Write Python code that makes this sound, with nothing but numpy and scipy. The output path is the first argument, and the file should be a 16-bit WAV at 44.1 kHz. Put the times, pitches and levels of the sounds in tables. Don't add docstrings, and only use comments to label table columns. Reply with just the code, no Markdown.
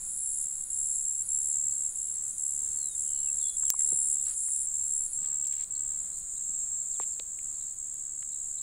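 import sys
import numpy as np
from scipy import signal
from scipy.fft import rfft, irfft, next_fast_len
from scipy.io import wavfile
from scipy.ndimage import uniform_filter1d, minimum_filter1d, map_coordinates

SR = 44100
rng = np.random.default_rng(int(sys.argv[2]) if len(sys.argv) > 2 else 0)


def persist_wave(psi):
    counts = np.round(np.clip(psi, -1, 1) * 32767).astype(np.int16)
    wavfile.write(sys.argv[1], SR, np.atleast_2d(counts).T)


N = 380123
T = np.arange(N) / SR


def undb(db):
    return 10 ** (np.asarray(db) / 20)


def level(x, db):
    return x * undb(db) / np.sqrt(np.mean(x ** 2) + 1e-20)


def curve(rows):
    return np.interp(T, *np.transpose(rows))


def gate(start, end, edge):
    return np.clip(np.minimum(T - start, end - T) / edge + .5, 0, 1)


def walk(rate):
    knots = rng.standard_normal(4096)
    return map_coordinates(knots, [T * rate], order=2, mode="wrap")


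def band(x, hz, width):
    return signal.lfilter(*signal.iirpeak(min(hz, .45 * SR), hz / width, fs=SR), x)


def coloured(points):
    hz, db = np.transpose(points)
    size = next_fast_len(N)
    log_hz = np.log(np.arange(size // 2 + 1) * SR / size + 1)
    shape = undb(np.interp(log_hz, np.log(hz), db, left=-90, right=-90))
    return irfft(rfft(rng.standard_normal(size)) * shape, size)[:N]


def bell(x, centre, width):
    return np.exp(-.5 * ((x - centre) / width) ** 2)


def leaves(x, spread_s, sway_rate, count=12):
    out = np.zeros(N)
    for k in range(count):
        lag = int(SR * spread_s * -np.log(1 - (k + rng.uniform(.2, .9)) / count))
        sway = np.interp(T * sway_rate, np.arange(256), rng.standard_normal(256))
        out[lag:] += (x * sway)[:N - lag]
    return out * np.std(x) / np.std(out)


def add(out, start, sound):
    i = max(int(start * SR), 0)
    out[i:i + len(sound)] += sound[:max(N - i, 0)]


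def air(land_db=-58, hiss_db=-66):
    # (frequency [Hz], relative density [dB])
    land_spectrum = [(10, 8), (20, -1), (50, -6), (75, -12.5), (160, -14.5), (285, -23.5), (470, -25),
                     (700, -27.5), (1050, -27), (1500, -27.5), (2000, -31.5), (2800, -34.5), (4100, -28.5),
                     (5500, -34.5), (7000, -51)]
    # (frequency [Hz], width [Hz], level before the breeze [dB])
    drone_band = (337, 39, -84.5)
    # (time [s], level [dB])
    breeze = [(0, 1), (1.7, 0.2), (2.8, 2), (4, 1.5), (6, .5), (7.6, 0), (8.6, -2.5)]
    land = level(coloured(land_spectrum) * undb(1.0 * walk(4.5)), land_db)
    hz, width, db = drone_band
    drone = level(band(band(rng.standard_normal(N), hz, width), hz, width), db)
    hiss = level(coloured([(5400, -4.4), (9000, 4), (13000, -0.5), (16000, 0.5)]), hiss_db)
    breeze_db = curve(breeze)
    return (land + drone) * undb(breeze_db) + hiss * undb(2 * breeze_db)


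def chorus(pitch_scatter_hz=55, wander_db=-1.0):
    # (frequency [Hz], relative density [dB])
    spectrum = [(5600, -60), (6150, -26), (6650, -12.5), (7100, 4), (7600, -2), (8300, -2.5), (9100, -10),
                (10100, -18.5), (11200, -28.5), (12300, -34), (13400, -51), (14400, -27.5), (15600, -31)]
    # (time [s], level [dB])
    loudness = [(0, -42), (2, -41.5), (4, -40.8), (5.3, -41), (5.7, -42.5), (6.3, -40), (7.2, -41.3),
                (7.8, -43.3), (8.6, -43.3)]
    # (start [s], end [s], pitch [Hz], syllable rate [1/s], level [dB])
    neighbours = [(0, 8.62, 7935, 36, -50), (2.1, 7, 8170, 42, -51), (6.15, 8.62, 6800, 84, -52),
                  (2.15, 3.24, 6300, 145, -60)]
    shimmer_db = 1.3 * walk(180) + 1.9 * walk(8)
    out = level(coloured(spectrum) * undb(shimmer_db), 0) * undb(curve(loudness))
    for start, end, pitch_hz, rate, db in neighbours:
        place = T * rate % 1 - .5
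        hz = pitch_hz - 3 * rate * place + pitch_scatter_hz * walk(150)
        tone = np.sin(2 * np.pi * np.cumsum(hz) / SR)
        syllables = tone * bell(place, 0, 0.29) * undb(wander_db * walk(3.1))
        out += level(syllables, db) * gate(start, end, 0.13)
    return out


def katydid(stroke_hz=136.9, slowing=.042, fall_hz=9500, length=0.081, back_db=-7, rasp=0.24, buzz_db=-2,
            scatter_hz=120, echo_db=-4):
    # (start [s], end [s], crest before buzz_db [dB], swelling time [s])
    phrases = [(0, .446, -35.5, 0.18), (.47, .982, -37.5, 0.37), (1.001, 1.526, -38.5, 0.41),
               (1.544, 2.169, -43, 0.47), (2.22, 2.605, -41.5, .25), (2.62, 3.121, -40.5, 0.48),
               (3.14, 3.621, -40.5, .46), (3.65, 4.145, -34, 0.37), (4.206, 4.661, -34, .24),
               (4.725, 5.166, -40, .25)]
    # (time [s], frequency [Hz])
    pitch = [(0, 9760), (1.3, 9800), (3.4, 9660), (4, 9460), (4.6, 9340), (5.1, 9610)]
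    swell_db = 6
    rate, gain = np.full(N, float(stroke_hz)), np.zeros(N)
    for start, end, crest_db, swell_s in phrases:
        progress = np.clip((T - start) / (end - start), 0, 1)
        rate = np.where(T >= start, stroke_hz * (1 - slowing * progress), rate)
        effort = np.sin(np.pi / 2 * np.clip((T - start) / swell_s, 0, 1)) ** 2
        gain += gate(start, end, .008) * undb(crest_db - swell_db * (1 - effort))
    halves = 2 * np.cumsum(rate) / SR
    index = halves.astype(int)
    chance = rng.standard_normal((4096, 2))[index].T
    place = (halves % 1 - .5) / 2
    hz = curve(pitch) - fall_hz * np.clip(place, -.2, .2) + scatter_hz * chance[0]
    force = bell(place, 0, length) * undb(back_db * (index % 2) + 0.88 * chance[1])
    tone = np.sin(2 * np.pi * np.cumsum(hz) / SR)
    scrape = level(band(band(rng.standard_normal(N), 9200, 2000), 9200, 2000), 0)
    song = gain * level(force * (tone + rasp * scrape), buzz_db)
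    return song + undb(echo_db) * leaves(song, 0.017, 4)


def cricket(pitch_hz=7550, fall_hz=620, length=0.17, rough_db=1.0, scatter_hz=25, overtone_db=-35, trill_db=0.59):
    # (first syllable [s], last syllable [s])
    bouts = [(.01, .636), (.705, 1.223), (1.292, 1.894), (1.96, 2.315), (2.383, 2.886), (2.953, 3.5),
             (3.57, 4.312), (4.365, 5.07), (5.135, 5.642), (5.711, 7.732), (7.788, 8.61)]
    # (time [s], level before trill_db [dB])
    loudness = [(0, -37), (1, -32), (1.6, -30.5), (2.1, -35.5), (2.9, -34.5), (3.6, -30), (4.3, -32.5),
                (5.4, -32.5), (5.9, -34.5), (6.2, -43.5), (6.45, -35), (7, -35.5), (7.25, -39), (8.3, -40),
                (8.6, -37)]
    # (time [s], level [dB])
    scatter = [(0, 3.5), (1.3, -9.5), (3, -8.5), (4.5, -2), (5.72, -11), (6.1, -6), (7, 6), (7.8, -22),
               (8.6, -11)]
    stroke_hz, teeth = 71.5, .15
    strokes, singing = np.zeros(N), np.zeros(N)
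    for start, end in bouts:
        count = (T - start) * stroke_hz + .5
        strokes = np.where(count >= 0, count + np.ceil(2 * start * stroke_hz), strokes)
        singing += gate(start - .005, end + .005, .003)
    chance = rng.standard_normal((4096, 3))[strokes.astype(int)].T
    place = strokes % 1 - .5
    hz = pitch_hz + scatter_hz * chance[1] - fall_hz * place + 18 * walk(3)
    angle = 2 * np.pi * np.cumsum(hz) / SR
    force = bell(place, 0.035 * chance[0], length) * undb(rough_db * chance[2]) * (1 + teeth * walk(900))
    force = uniform_filter1d(force, size=24)
    tone = np.sin(angle) + undb(overtone_db) * np.sin(2 * angle)
    song = singing * undb(curve(loudness)) * level(force * tone, trill_db)
    share = undb(curve(scatter))
    return (song + share * leaves(song, .007, 3.7)) / np.sqrt(1 + share ** 2)


def chips(chip_db=-5.5, chip_s=.008, fall_hz=9000, rasp_hz=190, flock_db=-64, count=45):
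    # (time [s], peak before chip_db [dB], pitch [Hz])
    near = [(1.522, -55, 4180), (2.7117, -57, 4290), (3.1807, -53, 4240), (3.4184, -49, 4310),
            (3.486, -46, 4110), (3.8833, -54, 4050), (5.7503, -47.5, 4310), (6.1305, -55, 4130),
            (6.3634, -53, 3980), (7.6027, -53.5, 3920), (8.325, -55.5, 3890), (8.578, -50, 3880)]
    out, t = np.zeros(N), T[:SR // 20]
    flock = [(a * T[-1], flock_db + 6 * b, 4050 + 500 * c) for a, b, c in rng.random((count, 3))]
    for start, db, hz in list(near) + flock:
        rasp = level(uniform_filter1d(rng.standard_normal(len(t)), size=40), 0)
        sweep = hz - fall_hz * (t - 2 * chip_s) + rasp_hz * rasp
        tone = np.sin(2 * np.pi * np.cumsum(sweep) / SR)
        add(out, start - chip_s, undb(db + chip_db) * bell(t, 2 * chip_s, chip_s) * tone)
    return out + undb(-5) * leaves(out, .022, 3)


def whistles(waver_hz=14, echo_db=-17):
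    # (start [s], end [s], first pitch [Hz], last pitch [Hz], how early the pitch moves, level before trim [dB])
    calls = [(1.1, 1.323, 5800, 4100, .3, -77), (1.928, 2.152, 3120, 2960, 1.4, -77),
             (2.768, 2.955, 4540, 3620, .6, -58.5), (3.042, 3.26, 3150, 3000, 4.2, -65.5),
             (3.265, 3.302, 2910, 2580, .5, -56.5), (3.394, 3.566, 4280, 3395, 10, -53.5),
             (3.647, 3.715, 3750, 2700, .7, -60), (3.734, 3.819, 2420, 1930, .7, -60),
             (3.94, 4.08, 3670, 3580, 2.2, -74), (4.143, 4.23, 3590, 3560, 1, -70),
             (4.496, 4.647, 3600, 3610, 1.03, -73), (5.06, 5.206, 5240, 4200, .3, -74),
             (6.426, 6.65, 3680, 3650, 1.2, -75), (6.912, 6.97, 5800, 3220, 1, -59),
             (7.12, 7.149, 5760, 4100, 1, -58.5)]
    out, waver = np.zeros(N), waver_hz * walk(61)
    for start, end, first, last, bend, db in calls:
        u = np.linspace(0, 1, int((end - start) * SR))
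        glide = (np.exp(-bend * u) - np.exp(-bend)) / (1 - np.exp(-bend))
        hz = last + (first - last) * glide + waver[:len(u)]
        swell = np.abs(np.sin(np.pi * u ** 1.1)) ** 0.21
        add(out, start, level(np.sin(2 * np.pi * np.cumsum(hz) / SR) * swell, db))
    out *= undb(2 * walk(35) - 3.5)
    return out + undb(echo_db) * leaves(out, 0.023, 2.26)


def snaps_thumps_and_rustles(grain_db=6):
    # (time [s], peak [dB], ring [Hz], width [Hz])
    bursts = [(1.69, -52, 60, 60), (3.633, -41.5, 1107, 1090), (3.741, -31, 1050, 406),
              (3.806, -42, 1970, 1800), (3.923, -43, 157, 90), (3.924, -41, 447, 218),
              (4.485, -45, 1195, 1800), (5.216, -50.5, 175, 150), (5.45, -33, 6000, 9000),
              (5.474, -25, 6000, 9000), (5.644, -39, 4460, 5000), (6.495, -50.5, 169, 200),
              (6.999, -27.5, 1004, 403), (7.0, -40, 450, 350), (7.197, -41.5, 480, 450),
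              (7.198, -26.5, 3150, 5000), (7.39, -42, 2270, 1090), (8.227, -40.5, 1420, 1980)]
    # (start [s], end [s], level [dB], centre [Hz], width [Hz])
    rustles = [(4.233, 4.358, -59.5, 4400, 4500), (4.262, 4.34, -64.5, 1440, 1500),
               (5.208, 5.369, -66.5, 1070, 1280), (5.201, 5.298, -63, 4400, 3940),
               (5.489, 5.66, -60.5, 3180, 6100), (6.179, 6.205, -52, 9300, 3000),
               (7.006, 7.047, -58.5, 2460, 3000), (7.933, 7.949, -52, 9800, 3490)]
    burst_cycles = 12
    crack_db, crack_spread = -20, 3.3
    out, t = np.zeros(N), T[:SR // 6]
    for start, db, hz, width in bursts:
        push = rng.standard_normal(len(t)) * np.exp(-np.log(1000) * t * hz / burst_cycles) + 1e-18
        crack = band(push, hz, min(crack_spread * width, SR / 4))
        ring = band(band(push, hz, width), hz, width) + undb(crack_db) * crack
        add(out, start, undb(db) * ring / np.abs(ring).max())
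    for start, end, db, hz, width in rustles:
        noise = rng.standard_normal(SR // 2)
        sizes = np.repeat(undb(grain_db * rng.standard_normal(512)), SR // 1000)
        n = int((end - start) * SR)
        grains = noise[:n] * sizes[:n] * signal.windows.tukey(n)
        add(out, start, level(band(band(grains, hz, width), hz, width), db))
    return out


def tick(tick_s=3.7027):
    # (frequency [Hz], width [Hz], peak [dB])
    modes = [(1860, 1700, -22), (6840, 1850, -1), (13400, 8700, 3.5)]
    out, push = np.zeros(N), signal.unit_impulse(SR // 100)
    for hz, width, db in modes:
        ring = band(band(push, hz, width), hz, width)
        add(out, tick_s, undb(db) * ring / np.abs(ring).max())
    return out


def scene():
    field = air() + chorus() + katydid() + cricket()
    return (field + chips() + whistles() + snaps_thumps_and_rustles() + tick())[None]


def record(dry):
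    top_hz, ceiling_db = 15750, -1.5
    hold_s, slide_s = .085, .002
    top = signal.ellip(10, .2, 70, top_hz, fs=SR, output="sos")
    hold, slide = int(hold_s * SR), int(slide_s * SR)
    allowed = np.minimum(1, undb(ceiling_db) / (np.abs(signal.sosfilt(top, dry)) + 1e-9))
    held = minimum_filter1d(allowed, hold, origin=hold // 2 - slide)
    return signal.sosfilt(top, dry * uniform_filter1d(held, slide))


dry = scene()
out = record(dry)
persist_wave(out)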